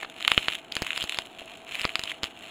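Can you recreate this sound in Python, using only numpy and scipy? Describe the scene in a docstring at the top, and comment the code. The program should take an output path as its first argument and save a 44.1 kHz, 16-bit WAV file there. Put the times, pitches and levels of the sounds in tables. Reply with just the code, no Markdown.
"""Wrenching a small device apart.

Hands force a plastic and metal case close to a cheap camera microphone, in a small quiet
room with a faint hum. Tiny slips make a fine crackle that follows the strain. Parts snap
with short rings and bright ticks, and catching metal gives thumps and pings."""
import sys
import numpy as np
from scipy import signal
from scipy.fft import rfft, irfft
from scipy.io import wavfile
from scipy.ndimage import uniform_filter1d

SR = 44100
rng = np.random.default_rng(int(sys.argv[2]) if len(sys.argv) > 2 else 0)


def transcribe(u):
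    """Save the signal u as a 16-bit wav file named by the first command-line argument.

    u: samples, shape (n,) or (channels, n), limited to [-1, 1]; the rate is SR.
    q: integer samples, one column per channel.
    """
    v = np.clip(np.atleast_2d(u).T, -1, 1)
    q = np.round(v * 32767).astype(np.int16)
    wavfile.write(sys.argv[1], SR, q)


N = 110250


def amp(db):
    return 10 ** (np.asarray(db) / 20)


def unit_rms(x):
    return x / np.sqrt(np.mean(x ** 2) + 1e-20)


def over_time(points):
    return np.interp(np.arange(N) / SR, *np.transpose(points))


def over_frequency(points, hz):
    f, value = np.transpose(points)
    return np.interp(np.log(hz + 1), np.log(f + 1), value)


def highpass(x, hz):
    return signal.sosfilt(signal.butter(4, hz, "high", fs=SR, output="sos"), x)


def bandpass(x, lo_hz, hi_hz):
    return signal.sosfilt(signal.butter(2, [lo_hz, hi_hz], "band", fs=SR, output="sos"), x)


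def ring(hz, t60, size=2048, rise_s=0.00016):
    """A struck mode: soft start, exponential decay."""
    t = np.arange(size) / SR
    return (1 - np.exp(-t / rise_s)) * amp(-60 * t / t60) * np.sin(2 * np.pi * hz * t)


def slipping(click_times, click_db, slips_per_s=1600, spread_db=4.5, slip_s=0.0005, rub=0.04):
    """Friction: noise gated by tiny random slips and a steady rub, plus a click per lone slip."""
    sizes = amp(spread_db * np.minimum(rng.exponential(1, N), 4))
    slips = sizes * (rng.random(N) < slips_per_s / SR)
    t = np.arange(400) / SR
    gate = unit_rms(signal.oaconvolve(slips, t * np.exp(-t / slip_s))[:N])
    drive = (gate + rub) * rng.standard_normal(N)
    clicks = np.round(np.array(click_times) * SR).astype(int)
    drive[clicks] += amp(click_db) * rng.choice([-1., 1.], len(clicks))
    return drive


def crackle(width_hz=1110, skirt_db=-6, fizz_db=6.5, hollow_hz=4770):
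    """Slips under strain drive the bending part's resonance, a broad skirt and a treble fizz."""
    # crackle under strain: t/s, level/dB
    strain = [(0, -44.5), (.08, -56), (.22, -46.5), (.32, -36), (.44, -41), (.55, -39), (.57, -47),
              (.64, -58.5), (.705, -58.5), (.725, -46.5), (.82, -44), (1.03, -38.5), (1.06, -44),
              (1.2, -44), (1.25, -51.5), (1.35, -55), (1.4, -47.5), (1.44, -54), (1.5, -50.5), (1.66, -57),
              (1.715, -42), (1.8, -39), (1.925, -46.5), (2.12, -43), (2.15, -51), (2.215, -60),
              (2.25, -42.5), (2.32, -55.5), (2.4, -55), (2.44, -47.5)]
    # resonance of the bending part: t/s, f/Hz
    bend = [(0, 2650), (.5, 2720), (.75, 2640), (.88, 2520), (1.05, 2920), (1.8, 2600), (2.05, 2730)]
    # large slips that stand out alone: t/s
    lone_slips = [0.012, 0.1644, 0.185, 0.202, 0.346, .4293, .5015, 0.5349, 0.587, 0.6478, 0.683, 0.7187,
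                  .9188, .9733, 1.001, 1.2205, 1.271, 1.3495, 1.387, 1.396, 1.408, 1.4974, 1.518, 1.618,
                  1.649, 1.6832, 1.692, 2.0154, 2.0952, 2.109, 2.227, 2.258, 2.309, 2.3742, 2.39, 2.409]
    # thin ticks, treble only: t/s
    bright_slips = [0.03, .6463, 1.262, 1.458, 1.573, 1.6477, 2.392]
    drive = slipping(lone_slips, click_db=28)
    # a gliding resonance: shift down by its pitch, smooth, shift back up
    carrier = np.exp(2j * np.pi * np.cumsum(over_time(bend)) / SR)
    pole = np.exp(-np.pi * width_hz / SR)
    body = (carrier * signal.lfilter([1], [1, -2 * pole, pole * pole], drive / carrier)).real
    skirt = bandpass(drive, 980, 4550)
    fizz = highpass(drive + 0.44 * slipping(bright_slips, click_db=42), 5100)
    mix = unit_rms(body) + amp(skirt_db) * unit_rms(skirt) + amp(fizz_db) * unit_rms(fizz)
    hollowed = signal.lfilter(*signal.iirnotch(hollow_hz, Q=6.8, fs=SR), mix)
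    return amp(over_time(strain)) * hollowed


def room_tone(wash_db=-52, hum_db=-58.5, hum_hz=656, waver_hz=3.54):
    """The quiet room: low steady noise and a wavering hum."""
    # spectrum of the room's noise: f/Hz, relative level/dB
    spectrum = [(35, -17.5), (180, -8.5), (320, -2.5), (580, -9.5), (690, 0), (1000, -11.5), (1600, -13.5),
                (4500, -55)]
    gain = amp(over_frequency(spectrum, np.fft.rfftfreq(N, 1 / SR)))
    wash = unit_rms(irfft(rfft(rng.standard_normal(N)) * gain, N))
    waver = unit_rms(uniform_filter1d(rng.standard_normal(N), size=1500))
    hum = np.sin(2 * np.pi * np.cumsum(hum_hz + waver_hz * waver) / SR)
    return amp(wash_db) * wash + amp(hum_db) * unit_rms(hum)


def grabs():
    """Hands grab the case: short gritty bursts of midrange noise."""
    # grabs at the case: t/s, length/s, level/dB
    grips = [(0.024, 0.013, -33), (0.045, 0.0094, -34)]
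    t = np.arange(N) / SR
    hiss, grit = rng.standard_normal((2, N))
    gate = sum(amp(db) * np.sin(np.pi * np.clip((t - s) / length, 0, 1)) for s, length, db in grips)
    rough = hiss * abs(uniform_filter1d(grit, size=40))
    return gate * unit_rms(bandpass(rough, 530, 3100))


def snaps(mode_t60_s=0.0042, crunch_gain=0.25, tick_s=0.00041, tick_hz=5200):
    """A part snaps: a blow and a dying crunch ring it, the shell shakes, a bright tick sounds."""
    # snapping parts: t/s, ring peak/dB, f/Hz, t60/ms, tick peak/dB
    breaks = [(0.0989, -26.5, 3420, 1.8, -19.5), (0.207, -21.5, 2670, 1.4, -20),
              (0.226, -15, 3280, 1.4, -16.5), (0.249, -10, 2780, 9.2, -12), (0.2756, -26, 2620, 1.6, -14),
              (0.2786, 1, 2940, 1.13, -1.5), (0.3173, -1, 2640, 1.5, -3.5), (0.378, -1, 3015, 6.4, -15),
              (0.4839, -8.5, 3080, 3.1, -11), (0.5259, -21, 3080, 3, -23), (0.552, -15, 3200, 1.8, -13.5),
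              (0.7221, -21, 3060, 8.1, -12.5), (0.7533, -19.5, 3030, 2.7, -7.5),
              (0.7667, -11.5, 2610, 9.4, -10), (0.8204, -24.5, 3030, 21, -7.5),
              (0.826, -18.5, 2250, 0.87, -9), (0.8472, -26, 2400, 1.3, -18),
              (0.866, -18.5, 2460, 1.5, -17.5), (0.868, -18, 2720, 5.8, -11), (0.9058, -13, 2570, 6.8, -18),
              (0.931, -17, 2740, 4.8, -17), (0.9619, -21.5, 2880, 10, -19), (0.9763, -16, 2900, 5.5, -11.5),
              (1.008, -21, 3030, 6, -14), (1.0186, -17.5, 3060, 13, -19), (1.0262, -20, 3080, 3.2, -8),
              (1.0394, -28, 3330, 3.8, -8), (1.095, -14, 3160, 7.4, -9), (1.122, -20, 3060, 23, -12),
              (1.145, -19.5, 3060, 9.7, -13), (1.1873, -8, 2080, 0.69, -8), (1.7534, -17, 2500, 4.2, -11.5),
              (1.7954, -18.5, 2630, 14, -12), (1.81, -20, 2400, 6.3, -17),
              (1.8156, -17.5, 2550, 1.8, -10.5), (1.8398, -27, 2590, 5.4, -31),
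              (1.8452, -13.5, 2400, 3, -14.5), (1.853, -12, 2330, 1.7, -18), (1.8926, -18, 2480, 3.2, -21),
              (1.9556, -9.5, 2600, 2.7, -10.5), (1.9943, -17.5, 2770, 3.4, -10),
              (2.037, -17, 3930, 4.7, -9), (2.0763, -21.5, 2550, 9.1, -27), (2.098, -21, 3370, 9.4, -22),
              (2.117, -18, 2130, 6.4, -19), (2.233, -15.5, 3130, 2.8, -7.5), (2.2411, -11, 3080, 1.8, -6.5)]
    # shell modes that every snap shakes: f/Hz, level re the ring/dB, t60/s
    shell_modes = [(1250, -11.5, 0.0088), (1550, -16.5, 0.019), (3850, -9, 0.01)]
    out, t = np.zeros(N + 2048), np.arange(2048) / SR
    shares = rng.uniform(-0.99, 1, (len(breaks), len(shell_modes)))
    noise = rng.standard_normal((len(breaks), 2, len(t)))
    shell = np.array([amp(db) * ring(hz, t60) for hz, db, t60 in shell_modes])
    for (s, db, hz, t60_ms, tick_db), share, (hiss, grit) in zip(breaks, shares, noise):
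        t60 = max(t60_ms, 1) / 1000
        ring_t60 = min(t60, mode_t60_s)  # the crunch carries any longer decay
        crunch = crunch_gain * (1 - ring_t60 / t60) * grit * amp(-60 * t / t60)
        force = (t == 0) + crunch
        part = highpass(signal.fftconvolve(force, ring(hz, ring_t60))[:len(t)], 767)
        tick = highpass(hiss * t * np.exp(-t / tick_s), tick_hz)
        body = amp(db) * (part / abs(part).max() + share @ shell)
        out[round(s * SR):][:len(t)] += body + amp(tick_db) * tick / abs(tick).max()
    return out[:N]


def thumps(outward_s=0.00022, inward_s=0.00013):
    """Metal catches: a one-sided push of air, quicker inward, with a ping and a blow on the case."""
    # hard jolts: t/s, push peak (outward positive), ping peak/dB, blow peak/dB
    jolts = [(0.2787, -0.00092, -15, -13), (0.3179, 0.06, -11, -22), (0.3778, 0.26, -40, -18),
             (0.4836, -0.2, -16, -9), (0.722, 0.011, -12, -46), (0.767, -0.14, -11.5, -16),
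             (.8210, 0.14, -9, -20), (0.977, -0.003, -11.5, -20), (1.026, 0.013, -16.5, -35),
             (1.0403, 0.053, -17, -28.5), (1.1727, -0.011, -18, -26), (1.1869, -0.13, -11.5, -17),
             (1.8156, 0.018, -16.5, -31.5), (1.852, -0.34, -6.5, -11.5), (1.956, 0.012, -7.5, -31),
             (1.9934, 0.035, -13.5, -28), (2.037, -0.045, -14.5, -47), (2.2336, 0.055, -9.5, -21.5),
             (2.2414, -0.064, -14, -37)]
    out, t = np.zeros(N), np.arange(512) / SR
    ping = ring(hz=4920, t60=0.0034, size=len(t))
    blow = ring(hz=1620, t60=0.0022, size=len(t))
    for s, peak, ping_db, blow_db in jolts:
        age = t / (outward_s if peak > 0 else inward_s)
        push = peak * age * np.exp(1 - age)
        rings = amp(ping_db) * ping / abs(ping).max() + amp(blow_db) * blow / abs(blow).max()
        out[round(s * SR):][:len(t)] += push + rings
    return out


def knock(t60_s=0.018):
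    """A soft knock of the hands rings one low, damped mode."""
    # hand knock: t/s, level/dB, f/Hz
    knocks = [(1.417, -31, 666)]
    out = np.zeros(N)
    for s, db, hz in knocks:
        out[round(s * SR):][:2048] += amp(db) * ring(hz, t60_s)
    return out


def reflections(x, t60_s=0.093, level_db=-17, gap_s=0.00043):
    """The small room returns a short tail, well below the close sound."""
    t = np.arange(SR // 4) / SR
    onset = np.clip(t / gap_s - 1, 0, 1)
    tail = rng.standard_normal(len(t)) * amp(-60 * t / t60_s) * onset
    return amp(level_db) * signal.fftconvolve(x, tail / np.linalg.norm(tail))[:N]


def scene():
    """The device up close and the room behind it, in mono."""
    device = snaps() + thumps() + knock() + grabs() + crackle()
    return (device + reflections(device) + room_tone())[None]


def record(dry, edge_hz=16400):
    """The cheap camera microphone colours the sound, clips on overload and cuts the top treble."""
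    # microphone response: f/Hz, level/dB
    response = [(60, 1.5), (3500, 1.5), (4300, -2), (4850, -10.5), (5300, -9), (7300, -5), (9900, -10),
                (14400, -18.5), (15400, -23), (16300, -35)]
    # narrow hollows of the microphone port: f/Hz, half width/Hz, level/dB
    port = [(5840, 290, -14), (8510, 335, -18), (11970, 630, -16.5)]
    hz = abs(np.fft.fftfreq(4096, 1 / SR))
    port_db = sum(db / (1 + ((hz - f) / width) ** 2) for f, width, db in port)
    log_gain = np.log(amp(over_frequency(response, hz) + port_db))
    minimum_phase = -signal.hilbert(log_gain).imag
    colour = np.fft.ifft(np.exp(log_gain + 1j * minimum_phase)).real[:2048]
    clipped = np.clip(signal.oaconvolve(dry, colour[None])[:, :N], -1, 1)
    band_limit = signal.firwin(511, edge_hz, window=("kaiser", 9), fs=SR)
    return signal.oaconvolve(clipped, band_limit[None], "same")


dry = scene()
out = record(dry)
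transcribe(out)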